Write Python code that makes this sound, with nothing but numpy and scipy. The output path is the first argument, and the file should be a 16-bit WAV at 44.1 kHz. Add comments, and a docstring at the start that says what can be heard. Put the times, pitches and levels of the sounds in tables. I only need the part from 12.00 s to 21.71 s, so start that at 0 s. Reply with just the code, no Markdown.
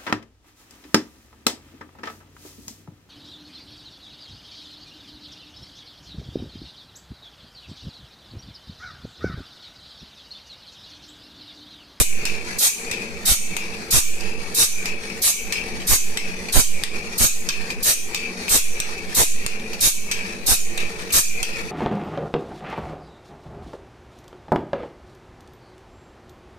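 """A grinding wheel sharpens a band saw blade, dipping into a tooth every 0.66 s: abrasion makes a hiss,
air thrown off with the sparks buffets the microphone, and the blade's resonances ring on.
Between strokes the feed pawl drops onto the next tooth and sometimes rebounds, the linkage knocks, and
the steel chatters in its guide. Behind them the motor hums and the workshop reverberates.
The gain control of a nearby camera ducks the machine under every stroke."""
import sys
import numpy as np
from scipy import signal
from scipy.fft import rfft, irfft, next_fast_len
from scipy.io import wavfile
from scipy.ndimage import uniform_filter1d, map_coordinates

SR = 44100
rng = np.random.default_rng(int(sys.argv[2]) if len(sys.argv) > 2 else 0)


def pcm_store(signal):
    """Save signal as 16-bit PCM."""
    levels = np.round(np.clip(np.atleast_2d(signal), -1, 1) * 32767)
    wavfile.write(sys.argv[1], SR, levels.astype(np.int16).T)


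N = 428211
TIME = np.arange(N) / SR
CAM_PERIOD_S, FIRST_CUT_S = 0.6554, -0.003

# the wheel meets a tooth: (time [s], cut level [dB], first touch level [dB], air blast level [dB])
WHEEL_STROKES = [(-0.05, 4, -14, -5.5), (0.5907, 2.5, -7, -37), (1.259, 3.5, -11, -12.5),
                 (1.9126, 6, -4, -6), (2.55, 5, -12, -11), (3.2242, 2.5, -7, -28.5), (3.875, 3, -13, -9),
                 (4.5287, 4.5, -12, -6), (5.1846, 4, -9, -10.5), (5.8332, 2, -9, -17.5),
                 (6.495, 5, -12, -6.5), (7.152, 5, -6, -5.5), (7.812, 4.5, -4, -10.5), (8.469, 3, -3, -8.5),
                 (9.1284, 5, -9, -8.5)]
# the pawl drops onto the next tooth: (time [s], level [dB], click decay t60 [s])
PAWL_DROPS = [(0.2532, -14.5, 0.058), (0.913, -23.5, 0.053), (1.5665, -10.5, 0.017), (2.207, -34, 0.043),
              (2.857, -24, 0.078), (3.524, -15.5, 0.077), (4.1726, -11, 0.021), (4.8365, -11.5, 0.027),
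              (5.4888, -11.5, 0.06), (6.1462, -17.5, 0.083), (6.8013, -7.5, 0.017), (7.4635, -11.5, 0.02),
              (8.1136, -13, 0.064), (8.776, -24.5, 0.043), (9.4288, -12, 0.04)]
# likeness of the machine's sound at the two microphone ports: (frequency [Hz], coherence [-])
PORT_COHERENCE = [(100, 0.53), (1000, 0.41), (2500, 0.38), (4500, 0.094), (12000, 0.053)]
# balance of the wheel, and of the steel behind it: (frequency [Hz], left minus right [dB])
WHEEL_BALANCE = [(2500, 1.5), (5000, -1), (6500, -5), (8500, -1), (10500, 2.5), (14000, 3)]
STEEL_BALANCE = [(1000, -0.5), (3200, 5.5), (5500, 1), (7500, -2.5), (9000, 5.5), (10500, 6), (14000, 18)]


def amp(db):
    """Decibels to amplitude ratio."""
    return 10 ** (np.asarray(db) / 20)


def unit(x):
    """Normalisation to rms 1."""
    return x / np.sqrt(np.mean(x ** 2) + 1e-20)


def along(points, hz):
    """Interpolation of (frequency [Hz], value) points on a logarithmic frequency axis."""
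    freqs, values = np.transpose(points)
    return np.interp(np.log(hz + 1), np.log(freqs + 1), values)


def colour(points):
    """Magnitude response through (frequency [Hz], level [dB]) points."""
    return lambda hz: amp(along(points, hz))


def modal(modes):
    """Modal superposition: the summed response of damped resonators of alternating sign."""
    return lambda hz: sum((-1) ** k * amp(db) * 1j * hz * width / (f0 ** 2 - hz ** 2 + 1j * hz * width)
                          for k, (f0, width, db) in enumerate(modes))


def filtered(x, response):
    """Linear filtering: the spectrum of x times a frequency response."""
    size = next_fast_len(N + SR // 2)
    return irfft(rfft(x, size) * response(np.fft.rfftfreq(size, 1 / SR)), size)[..., :N]


def wobble(rate):
    """Smooth random modulation with rate knots a second."""
    return map_coordinates(rng.standard_normal(int(N * rate / SR) + 4), [TIME * rate])


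def fade(start, t60):
    """Exponential decay from start, losing 60 dB in t60 seconds."""
    envelope = np.zeros(N)
    onset = round(start * SR)
    t = TIME[:SR][:N - onset]
    envelope[onset:][:len(t)] = np.exp(-np.log(1000) * t / t60)
    return envelope


def noise(response, balance, lag_ms, patchy_db, size=512, coherence=PORT_COHERENCE):
    """Partly coherent stereo noise of rms 1, patchy in time and frequency; the left lags by lag_ms."""
    cells = signal.stft(rng.standard_normal((2, N)), nperseg=size)[2]
    patches = uniform_filter1d(rng.standard_normal(cells.shape[1:]), 3, axis=0)
    patches = uniform_filter1d(patches, 14, axis=1)
    pair = signal.istft(cells * amp(patchy_db * unit(patches)), nperseg=size)[1][:, :N]
    length = next_fast_len(N)
    hz = np.fft.rfftfreq(length, 1 / SR)
    angle = np.arccos(along(coherence, hz)) / 2
    mid, side = rfft(pair, length) * response(hz) * [np.cos(angle), np.sin(angle)]
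    lean = amp(along(balance, hz) / 2) * np.exp(-1j * np.pi * hz * lag_ms / 1000)
    ports = np.array([(mid + side) * lean, (mid - side) / lean]) / np.hypot(abs(lean), 1 / abs(lean))
    return unit(irfft(ports, length)[:, :N])


def ring_on(drive, t60):
    """Energy storage: the envelope of driven steel that loses its energy through damping."""
    retained = np.exp(-2 * np.log(1000) / (t60 * SR))
    return np.sqrt(signal.lfilter([1 - retained], [1, -retained], drive ** 2))


def bend(x, stretch):
    """Resampling shifts pitch by the fraction by which stretch departs from its mean."""
    position = np.cumsum(1 + stretch - stretch.mean())
    return np.array([map_coordinates(port, [position], order=3, mode="mirror") for port in x])


def deepest_cut(start):
    """Periodic cam motion: the time nearest to start at which the wheel is lowest."""
    return FIRST_CUT_S + CAM_PERIOD_S * np.round((start - FIRST_CUT_S) / CAM_PERIOD_S)


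def wheel_throb(turn_hz, drift):
    """Rotational modulation: the slightly uneven wheel throbs once a turn."""
    return np.sin(2 * np.pi * np.cumsum(turn_hz * (1 + drift * wobble(3))) / SR)


def workshop(x):
    """Reverberation: wall reflections form a diffuse tail, each frequency decaying at its own rate."""
    # reverberation time: (frequency [Hz], t60 [s])
    decay_times = [(200, 0.13), (2500, 0.25), (8000, 0.23), (14000, 0.15)]
    hz, t, cells = signal.stft(rng.standard_normal((2, SR // 2)), SR, nperseg=256)
    tail = signal.istft(cells * amp(-60 * t / along(decay_times, hz)[:, None]), SR, nperseg=256)[1]
    return signal.fftconvolve(x, tail / np.linalg.norm(tail[0]), axes=1)[:, :N]


def low_rumble():
    """Rumble: a low, slowly swelling rumble lies under the scene, nearly independent at the two ports."""
    # the low rumble: (frequency [Hz], spectral level [dB])
    rumble_spectrum = [(12, 11.5), (30, -19), (60, -4.5), (120, -43), (400, -60), (1000, -120)]
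    swell = amp(-36 + 3 * wobble(3.4))
    return swell * noise(colour(rumble_spectrum), [(100, -1.4)], lag_ms=0, patchy_db=0.5,
                         coherence=[(100, 0.18)])


def motor(throb):
    """Forced vibration: the motor drives the modes of its stand, while wheel and bearings whirr."""
    # resonances of the stand: (frequency [Hz], bandwidth [Hz], level [dB])
    stand_modes = [(69, 51, -7.5), (189.5, 20.4, 3.5), (239.2, 21, 0), (342, 34, -2), (450.6, 37.6, 1),
                   (564, 37, -7), (752, 182, -12.5)]
    # likeness of the hum at the two ports: (frequency [Hz], coherence [-])
    hum_coherence = [(40, 0.21), (130, 0.99), (450, .95), (800, 0.82)]
    # wheel and bearings: (frequency [Hz], spectral level [dB])
    whirr_spectrum = [(300, 0), (700, 0), (1500, 1), (1850, 7), (2800, -6.5), (3500, -3.5), (4150, 0),
                      (4450, 3), (4900, -2), (6200, -1), (7800, -8), (9500, -7), (12000, -14), (14000, -24)]
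    hum_level = amp(-37 + 0.18 * wobble(6) + 0.5 * throb)
    hum = noise(modal(stand_modes), [(200, -0.043)], lag_ms=0.02, patchy_db=1, size=2048,
                coherence=hum_coherence)
    whirr_level = amp(-36.5 + 0.82 * throb + 0.94 * wobble(170) + 2.2 * wobble(22))
    whirr = noise(colour(whirr_spectrum), STEEL_BALANCE, lag_ms=0.35, patchy_db=3, size=1024)
    return hum_level * hum + whirr_level * whirr


def feed_knocks():
    """Impact and rebound: the envelope of the pawl rebounding after a drop and the linkage knocking."""
    # pawl rebounds and the louder knocks of the linkage: (time [s], level [dB])
    rebounds_and_knocks = [(0.9314, -18), (3.5644, -12), (4.485, -13), (5.5594, -16), (5.7029, -11),
                           (6.481, -9), (7.7316, -13.5), (8.8014, -13), (9.104, -13)]
    # two lighter knocks fall at random in the part of each cam turn where the pawl pushes
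    cuts = np.repeat([deepest_cut(start) for start, *_ in WHEEL_STROKES], 2)
    times = cuts + CAM_PERIOD_S * rng.uniform(0.45, 0.96, len(cuts))
    levels_db = rng.normal(-22, 2.5, len(cuts))
    light_knocks = [(start, db) for start, db in zip(times, levels_db) if 0 < start < TIME[-1]]
    return sum(amp(db) * fade(start, t60=0.11) for start, db in list(rebounds_and_knocks) + light_knocks)


def guide_chatter(throb, knocks):
    """Contact rattle: pawl, linkage and wheel shake the blade in its guide; their energies add."""
    # resonances of the blade in its guide: (frequency [Hz], bandwidth [Hz], level [dB])
    guide_modes = [(2272, 61, -2.5), (2436, 94, 0), (2621, 200, -4.5), (2770, 160, -22)]
    chatter, slaps, push = np.zeros((3, N))
    for start, db, t60 in PAWL_DROPS:
        energy_db = db + 10 * np.log10(t60)
        chatter += amp(-13 + 0.48 * energy_db) * fade(start, t60=0.75)
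        slaps += amp(db - 11) * fade(start + 0.005, t60=0.02)  # the blade slaps its guide
        push += fade(start, t60=1.0)
    # the blade buzzes once a wheel turn, and in small random taps
    buzz = amp(0.57 * throb + 1.6 * wobble(130) + 1.8 * wobble(15))
    cuts = sum(amp(db) * fade(max(deepest_cut(start), 0), t60=0.15) for start, db, *_ in WHEEL_STROKES)
    shaken = amp(-18.5) * ring_on(cuts, t60=0.76)
    buzz_energy = (amp(-41) ** 2 + chatter ** 2 + shaken ** 2) * buzz ** 2
    envelope = np.sqrt(buzz_energy + (amp(-14) * knocks) ** 2 + slaps ** 2)
    balance = [(2000, 3.2), (2450, 9.2), (3200, 8.4)]
    tone = noise(modal(guide_modes), balance, lag_ms=0.43, patchy_db=3, size=2048)
    # the pawl's push raises the blade's tension: the pitch jumps, then sags
    return envelope * bend(tone, 0.0396 * push)


def feed_clicks(knocks):
    """Impact excitation: brief contacts of pawl and linkage radiate broadband clicks from the steel."""
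    # the pawl's click: (frequency [Hz], spectral level [dB])
    click_spectrum = [(150, -3), (700, -4), (1400, -0.5), (2500, 7.5), (3300, 3.5), (4200, 4.5), (6000, 4),
                      (8400, -0.5), (10000, -8), (14000, -9)]
    snap_spectrum = [(200, 8), (2000, 1), (4000, -11), (8000, -1), (12000, 1.5)]
    drops = sum(amp(db) * fade(start, t60) for start, db, t60 in PAWL_DROPS)
    snap_level = sum(amp(db + 3) * fade(start, t60=0.0089) for start, db, _ in PAWL_DROPS)
    bounces = amp(2 * wobble(350))
    strikes = (amp(5) * drops + amp(-15.5) * knocks) * bounces
    click_level = np.hypot(strikes, amp(0.5) * ring_on(drops, t60=0.23))
    snap = noise(colour(snap_spectrum), WHEEL_BALANCE, lag_ms=0.344, patchy_db=3)
    balance = [(1000, -1), (2500, 10), (6000, -4.5), (12000, 6)]
    click = noise(colour(click_spectrum), balance, lag_ms=0.354, patchy_db=4.5)
    return snap_level * snap + click_level * click


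def pawl_tip(tip_hz, t60, gain_db):
    """Free vibration: the pawl's hard tip pings as a damped sinusoid, its pitch set by where it lands."""
    pings = np.zeros((2, N))
    t = TIME[:SR // 8]
    for start, db, _ in PAWL_DROPS:
        detune, strength, right_phase = rng.standard_normal(3)
        phase = 2 * np.pi * tip_hz * (1 + 0.02 * detune) * t + np.array([[0], [right_phase]])
        envelope = amp(db + gain_db + 2 * strength - 60 * t / t60)
        pings[:, round(start * SR):][:, :len(t)] += envelope * np.sin(phase)
    return pings


def air_blast():
    """Turbulent pressure: air thrown off with the sparks buffets each port almost independently."""
    # the blast of air: (frequency [Hz], spectral level [dB])
    blast_spectrum = [(15, 10.5), (45, 2), (100, -4), (220, -9.5), (500, -12), (1200, -17), (2500, -20),
                      (6000, -55)]
    lead_s, width_s = 0.0025, 0.018  # the gust peaks just ahead of the deepest cut
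    swing_hz, settle_s = 2.46, 0.12  # then the pressure swings back in a damped oscillation
    lean_db = np.array([[-2.5], [2.5]])  # stronger at the right port
    gust, swing = np.zeros((2, 2, N))
    for start, _, _, blast_db in WHEEL_STROKES:
        t = TIME - deepest_cut(start)
        ports = amp(blast_db + lean_db - 0.5 * rng.standard_normal((2, 1)))
        gust += ports * np.exp(-0.5 * ((t + lead_s) / width_s) ** 2)
        after = np.maximum(t - 0.03, 0)
        swing -= ports * np.sin(2 * np.pi * swing_hz * after) * np.exp(-after / settle_s)
    buffet = noise(colour(blast_spectrum), [(100, 0)], lag_ms=0, patchy_db=2.5, coherence=[(100, 0.079)])
    return gust * amp(9 + 2.4 * wobble(110)) * buffet + amp(7) * swing


def grinding(throb):
    """Abrasion: the wheel's grit hisses and excites the modes of the tooth, and the blade rings on."""
    # the spray of grit and sparks: (frequency [Hz], spectral level [dB])
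    spray_spectrum = [(300, -16.5), (1200, -10.5), (2300, -9.5), (3200, -17), (3750, -4), (4800, -6.5),
                      (6000, -3), (8400, 0), (10500, -1.5), (14000, -4.5)]
    # tooth and blade under the wheel: (frequency [Hz], bandwidth [Hz], level [dB])
    tooth_modes = [(2490, 310, -9.5), (3300, 120, -6), (3750, 85, 1.5), (4420, 810, -8), (5480, 410, -1.5),
                   (6580, 190, -0.5), (7200, 150, -5.5), (8200, 250, 1.5), (9320, 200, -1.5),
                   (9300, 300, -4), (12000, 160, -10.5)]
    # the blade's after-ring: (frequency [Hz], spectral level [dB])
    ring_spectrum = [(2100, -28), (2350, -1), (3050, -5.5), (3600, -9), (5600, -8), (5850, 3), (6050, 3),
                     (6700, 2), (8300, -0.5), (9300, -3), (10500, -8), (14000, -9)]
    # a light touch throws only fine grit, so it is brighter
    graze_spectrum = [(1500, -49), (4000, 1), (8000, 1.5), (14000, 2.5)]
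    seating_s, touch_decay_s, bite_width_s = 0.0089, 0.036, 0.023
    bite, touch = np.zeros((2, N))
    for start, cut_db, touch_db, _ in WHEEL_STROKES:  # the rim touches, bites deeper and lifts
        t = TIME - start
        contact = np.clip(t / seating_s + 1, 0, 1) ** 2
        depth = np.exp(-0.5 * ((TIME - deepest_cut(start)) / bite_width_s) ** 2)
        bite += contact * amp(cut_db) * depth
        touch += contact * amp(touch_db) * np.exp(-np.abs(t) / touch_decay_s)
    grit = amp(0.61 * wobble(600) + 0.3 * wobble(90) + 0.52 * throb)
    spray = noise(colour(spray_spectrum), WHEEL_BALANCE, lag_ms=0.36, patchy_db=3)
    rasp = noise(modal(tooth_modes), WHEEL_BALANCE, lag_ms=0.381, patchy_db=4.5, size=1024)
    graze = noise(colour(graze_spectrum), WHEEL_BALANCE, lag_ms=0.333, patchy_db=1.5)
    ring = noise(colour(ring_spectrum), STEEL_BALANCE, lag_ms=0.301, patchy_db=3.5)
    hiss = bite * (amp(2.5) * spray + amp(-4) * rasp) + amp(1.5) * touch * graze
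    return grit * hiss + amp(-8) * ring_on(bite, t60=0.34) * ring


def scene():
    """Superposition: the steel's direct sound and reverberation, the motor and the moving air."""
    throb = wheel_throb(turn_hz=47.5, drift=0.057)
    steel = grinding(throb)
    knocks = feed_knocks()
    steel += guide_chatter(throb, knocks) + feed_clicks(knocks)
    steel += pawl_tip(tip_hz=8260, t60=0.031, gain_db=-1.5)
    return steel + amp(-11) * workshop(steel) + motor(throb) + air_blast() + low_rumble()


def gain_control(x, threshold_db, slope, release_db_per_s):
    """Compression: loud sound turns the gain down at once; it climbs back at a steady rate."""
    sensed = filtered(x, lambda hz: hz ** 2 / (hz ** 2 + 60 ** 2))  # less sensitive below 60 Hz
    power = uniform_filter1d(np.mean(sensed ** 2, axis=0), size=180)
    level_db = 10 * np.log10(np.abs(power) + 1e-12)
    needed_db = slope * np.maximum(level_db - threshold_db, 0)
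    climb_db = release_db_per_s * TIME
    cut_db = np.maximum.accumulate(needed_db + climb_db) - climb_db
    return x * amp(-uniform_filter1d(cut_db, size=130))


def record(dry):
    """The camera compresses the sound, rounds its peaks by soft saturation and limits its bandwidth."""
    ceiling, top_hz = 0.85, 14280
    ducked = gain_control(dry, threshold_db=-22, slope=0.66, release_db_per_s=90.5)
    rounded = ducked / (1 + (ducked / ceiling) ** 8) ** (1 / 8)
    return filtered(rounded, lambda hz: hz < top_hz)


dry = scene()
out = record(dry)
pcm_store(out)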